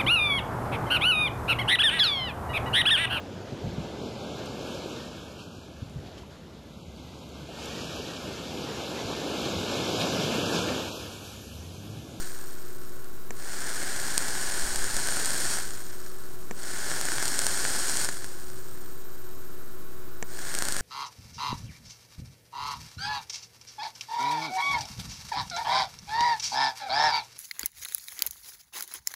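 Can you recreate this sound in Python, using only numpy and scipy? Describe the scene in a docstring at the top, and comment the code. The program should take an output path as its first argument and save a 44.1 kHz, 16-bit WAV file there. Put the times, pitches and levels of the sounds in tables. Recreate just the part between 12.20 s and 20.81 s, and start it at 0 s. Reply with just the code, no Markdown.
"""Vape coil, fired three times

Close to a phone in a quiet room, each press of the button clicks and the wire heats. Liquid on the
wick fizzes, sputters and spits, then crackles on as the wire cools. Behind it are low room noise,
a fan's hum, a faint pulsing electronic whine and slow stirrings of the air."""
import sys
import numpy as np
from scipy import signal
from scipy.fft import rfft, irfft
from scipy.io import wavfile
from scipy.ndimage import uniform_filter1d

SR = 44100
rng = np.random.default_rng(int(sys.argv[2]) if len(sys.argv) > 2 else 0)


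def wav_record(signal):
    """Record a signal, one row per channel, as 16-bit PCM in the file named by sys.argv[1]."""
    frames = np.transpose(np.atleast_2d(signal))
    bounded = np.clip(frames, -1, 1)
    # unit amplitude maps onto the largest positive 16-bit level
    quanta = np.round(bounded * 32767).astype(np.int16)
    wavfile.write(sys.argv[1], SR, quanta)


N = 379701

# Firings of the coil. Each row: press and release in seconds, warming and cooling time in seconds,
# fizz gain in dB, its climb while held in dB per second, click gain in dB, click tilt in dB per octave.
FIRINGS = [(1.107, 3.352, 0.21, 0.056, -36.5, 2.5, -16.5, 0),
           (4.311, 5.834, .19, 0.045, -35, 3.5, -15, -1.5), (8.0265, 9, 0.23, .05, -37, 5, -12, 0.5)]
# Tone of a bursting bubble. Each row: frequency in Hz, relative level in dB.
BUBBLE_TONE = [(300, -14), (2500, -14), (3640, -14.5), (4300, -7), (6200, -7.5), (7500, -10.5), (9000, -4),
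               (9900, -9), (10400, -18), (11100, -19), (11500, -12), (12200, -14.5), (13000, -19),
               (15700, -25)]
# Tone of a puff of vapour. Each row: frequency in Hz, relative level in dB.
PUFF_TONE = [(30, -14), (90, -7), (300, -4.5), (550, -6), (800, -4), (1220, -8.5), (1480, 3.5), (1720, 3.5),
             (1980, -4.5), (2150, -4), (2550, -12.5), (4000, -10.5), (8000, -10.5), (15000, -59.5)]
# Resonances of the metal deck and microphone port. Each row: centre in Hz, width in Hz, lift in dB.
DECK_RESONANCES = [(3260, 380, 5), (4110, 830, 2.5), (5450, 570, 3), (6985, 700, 8.5), (7990, 500, 7),
                   (8505, 500, 6.5), (9530, 540, 3.5)]
FULL_FIZZ_DB = -31  # the fizz gain that counts as a full boil


def undb(db):
    """Decibels to gain."""
    return 10 ** (np.asarray(db) / 20)


def unit(x):
    """Scale to rms 1."""
    return x / np.sqrt(np.mean(x ** 2))


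def walk(rate):
    """Smooth random wander of rms 1, turning about rate times a second."""
    knots = rng.standard_normal(N // 50)
    return unit(np.interp(np.arange(N) / SR * rate, np.arange(len(knots)), knots))


def colour(x, tone, resonances=(), size=4096):
    """Filter x through a response of unit energy: a (Hz, dB) curve with resonances on top."""
    hz, db = np.transpose(tone)
    bin_hz = np.maximum(np.arange(size // 2 + 1) * SR / size, 1)
    curve_db = np.interp(np.log(bin_hz), np.log(hz), db)
    for centre, width, lift in resonances:
        curve_db += lift * .5 ** ((2 * (bin_hz - centre) / width) ** 2)
    # minimum phase: each tick starts sharply and rings afterwards
    cepstrum = irfft(np.log(undb(curve_db)))
    cepstrum[1:size // 2] *= 2
    cepstrum[size // 2 + 1:] = 0
    response = irfft(np.exp(rfft(cepstrum)))
    return signal.fftconvolve(x, response / np.linalg.norm(response))[:N]


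def bursts(per_s, spread_db):
    """Random impulses at a moving rate, many small and few large; mean power 1."""
    chance = np.clip(per_s / SR, 0, 1)
    size = unit(undb(spread_db * np.minimum(rng.standard_normal(N), 2)))
    return (rng.random(N) < chance) * size * rng.choice([-1, 1], N) / np.sqrt(chance)


def strikes(times, db):
    """One impulse at each time in seconds."""
    out = np.zeros(N)
    samples = np.round(np.asarray(times) * SR).astype(int)
    np.add.at(out, np.clip(samples, 0, N - 1), undb(db))
    return out


def draught(still_db=-58):
    """Moving air sways the pressure at the microphone port in soft gusts, too low to hear as pitch."""
    # Each row: centre in seconds, level at the crest in dB, half length in seconds.
    gusts = [(2.55, -27.5, 0.17), (3.4, -41, .15), (5.57, -41, .07), (8.55, -38, .13)]
    t = np.arange(N) / SR
    subsonic = signal.butter(2, [4, 12], "bandpass", fs=SR, output="sos")
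    sway = unit(signal.sosfilt(subsonic, rng.standard_normal(N)))
    swell = sum(undb(db) / (1 + ((t - centre_s) / half_s) ** 2) for centre_s, db, half_s in gusts)
    return sway * np.maximum(swell, undb(still_db))


def room_noise(level_db=-48):
    """A soft, nearly steady bed of dark noise."""
    # Tone of the room. Each row: frequency in Hz, relative level in dB.
    room_tone = [(20, 1.5), (50, 4), (90, -1.5), (130, 0), (210, -2), (330, 0), (560, -7.5), (850, -10.5),
                 (1450, -6), (2000, -17.5), (3000, -21), (8500, -20.5), (10800, -22.5), (15700, -21)]
    return undb(level_db + .12 * walk(4.1)) * unit(colour(rng.standard_normal(N), room_tone))


def fan_hum(waver_db=.86, drift_hz=2.21):
    """A fan's hum and thin upper tones, each wavering slightly in level and pitch."""
    # Each row: frequency in Hz, rms level in dB.
    partials = [(120, -58.5), (367.7, -52.5), (447, -66), (525, -71.5), (1083, -67.5), (1470, -71),
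                (3892, -71.5), (6751, -73), (14309, -83)]
    hum = 0
    for hz, db in partials:
        rms = undb(db + waver_db * walk(8.8))
        cycles = np.cumsum(hz + drift_hz * walk(14)) / SR
        hum += np.sqrt(2) * rms * np.sin(2 * np.pi * cycles)
    return hum


def whine(hz=13500.3, level_db=-53, gaps_per_s=15.03, gap_share=.19, gap_phase=.71):
    """A thin electronic tone that drops out briefly at a regular rate."""
    t = np.arange(N) / SR
    cycles_from_gap = abs((gaps_per_s * t - gap_phase + .5) % 1 - .5)
    gate = uniform_filter1d((cycles_from_gap > gap_share / 2) * 1., size=60)
    return undb(level_db) * gate * np.sin(2 * np.pi * hz * t)


def button(pivot_hz=1800, swell_cycles=.18):
    """The switch snaps and rings the hand-damped case; a softer snap leaves the high modes quieter."""
    # Modes of the button and case. Each row: frequency in Hz, relative level in dB, t60 in seconds.
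    case_modes = [(233, -22, 0.055), (470, -15.5, 0.023), (720, -11, 0.01), (950, -19, 0.02),
                  (1140, -17, .009), (1800, -9.5, 0.0093), (2220, -16.5, 0.013), (2700, -25, 0.0044),
                  (6100, -16, 0.01), (6900, -16, 0.0078), (7370, -17, 0.015), (9900, -30, .003)]
    t = np.arange(SR // 10) / SR
    clicks = 0
    for press_s, *_, click_db, tilt in FIRINGS:
        ring = 0
        for hz, db, t60 in case_modes:
            gain = undb(db + tilt * np.log2(hz / pivot_hz))
            attack = 1 - np.exp(-hz * t / swell_cycles)  # low modes swell later
            ring += gain * attack * undb(-60 * t / t60) * np.sin(2 * np.pi * hz * t)
        clicks += signal.fftconvolve(strikes([press_s], click_db), ring)[:N]
    return clicks


def cooling(release_s, cool_s, power=.94, drying_db_per_s=1.6):
    """Share of the boil left as the wire cools: 1 until release, then a fast drop with a long tail."""
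    since = np.maximum(np.arange(N) / SR - release_s, 0)
    return (1 + since / cool_s) ** -power * undb(-drying_db_per_s * since)


def boiling(boil_lag_s=.012, vapour_lag_s=.023, full_vapour_db=-37.5):
    """Fizz and vapour envelopes in dB: both follow the wire's heat, and the fizz climbs while held."""
    t = np.arange(N) / SR
    fizz = undb(-37) * cooling(release_s=-.02, cool_s=.091)  # the wire starts out warm and cooling
    boil = fizz / undb(FULL_FIZZ_DB)
    for press_s, release_s, warm_s, cool_s, db, climb, _, _ in FIRINGS:
        held_s = np.clip(t - press_s - boil_lag_s, 0, release_s - press_s)
        heat = (1 - np.exp(-held_s / warm_s)) * cooling(release_s, cool_s)
        boil = np.maximum(boil, heat)
        fizz = np.maximum(fizz, heat * undb(db + climb * held_s))
    # vapour trails the boil, and the wick limits how much there can be
    vapour = np.interp(t - vapour_lag_s, t, boil)
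    return 20 * np.log10(fizz), full_vapour_db + 20 * np.log10(vapour)


def spits(fizz_db, crack_gain_db=18, thud_gain_db=18.5, spray_db=-26, spray_s=.0018, small_per_s=12):
    """Droplets flash to vapour on the wire: a sharp crack, a thud and a brief spray."""
    # The larger droplets. Each row: start in seconds, relative crack and thud levels in dB.
    droplets = [(0.8445, -45, -54), (1.4946, -32, -48), (1.979, -13, -44), (2.153, -34, -30),
                (2.5597, -22.5, -38), (2.7672, -21, -31), (2.8731, -22.5, -48), (2.8868, -24, -25),
                (2.97, -24, -28), (3.0476, -23.5, -46), (3.0578, -23, -45), (3.1057, -23.5, -45),
                (3.507, -35, -49), (3.6665, -40, -57), (3.73, -41, -41), (3.8638, -39, -42),
                (4.7156, -36, -24.5), (4.8128, -22, -33), (4.854, -24, -32), (4.8862, -39, -25.5),
                (4.9193, -28, -25.5), (4.983, -36, -23), (5.027, -24, -23), (5.0558, -21.5, -40),
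                (5.0805, -23, -35), (5.1913, -17, -40), (5.2672, -16.5, -28), (5.4517, -36, -21.5),
                (5.6969, -23.5, -36), (5.771, -21, -44), (5.847, -21.5, -36), (5.8891, -26, -24.5),
                (6.0441, -31, -32), (6.3015, -41, -44), (8.3415, -28, -32), (8.3509, -21.5, -37),
                (8.388, -22.5, -41), (8.4233, -20, -22), (8.453, -24, -39), (8.486, -20.5, -29),
                (8.5236, -23, -48), (8.566, -24.5, -27)]
    start_s, crack_db, thud_db = np.transpose(droplets)
    # small droplets come at random, their loudness following the fizz
    small_hits = rng.random(N) < small_per_s / SR
    scatter_db = 4.5 * rng.uniform(-.89, 1, (2, N))
    small_cracks, small_thuds = small_hits * undb(fizz_db + scatter_db)
    cracks = undb(crack_gain_db) * (strikes(start_s, crack_db) + undb(.5) * small_cracks)
    thuds = undb(thud_gain_db) * (strikes(start_s, thud_db) + undb(-2) * small_thuds)
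    spray_envelope = signal.lfilter([1], [1, -np.exp(-1 / (spray_s * SR))], cracks)
    spray = undb(spray_db) * spray_envelope * rng.standard_normal(N)
    return colour(cracks + spray, BUBBLE_TONE, DECK_RESONANCES) + colour(thuds, PUFF_TONE)


def sizzle(fizz_db, vapour_db, fizz_trim_db=-.78, vapour_trim_db=-.5):
    """Tiny bubbles burst on the wire and vapour puffs from the wick, thinning out as the wire cools."""
    density = undb(fizz_db - FULL_FIZZ_DB) ** .7
    bubbles = bursts(per_s=7000 * density, spread_db=2)
    puffs = bursts(per_s=2500 * density, spread_db=2.5)
    # sparse bigger bubbles stand out of the fizz
    crackle = undb(-6) * bursts(per_s=130 * np.sqrt(density), spread_db=1.5)
    flutter_db = .3 * walk(45)  # liquid reaches the wire unevenly
    fizz = (bubbles + crackle) * undb(fizz_db + fizz_trim_db + flutter_db)
    vapour = puffs + .33 * bubbles + .87 * crackle  # each bubble also lets out a little vapour
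    sputter = vapour * undb(vapour_db + vapour_trim_db + flutter_db)
    return colour(fizz, BUBBLE_TONE, DECK_RESONANCES) + colour(sputter, PUFF_TONE)


def scene():
    """The coil and button close up, over the room, in mono."""
    fizz_db, vapour_db = boiling()
    vape = sizzle(fizz_db, vapour_db) + spits(fizz_db) + button()
    return (vape + room_noise() + fan_hum() + whine() + draught())[None]


def record(dry, top_hz=15750, dc_offset=-.06):
    """The phone cuts the top of the treble; its signal rests slightly below zero."""
    lowpass = signal.ellip(10, .1, 70, top_hz, fs=SR, output="sos")
    return dc_offset + signal.sosfilt(lowpass, dry)


dry = scene()
out = record(dry)
wav_record(out)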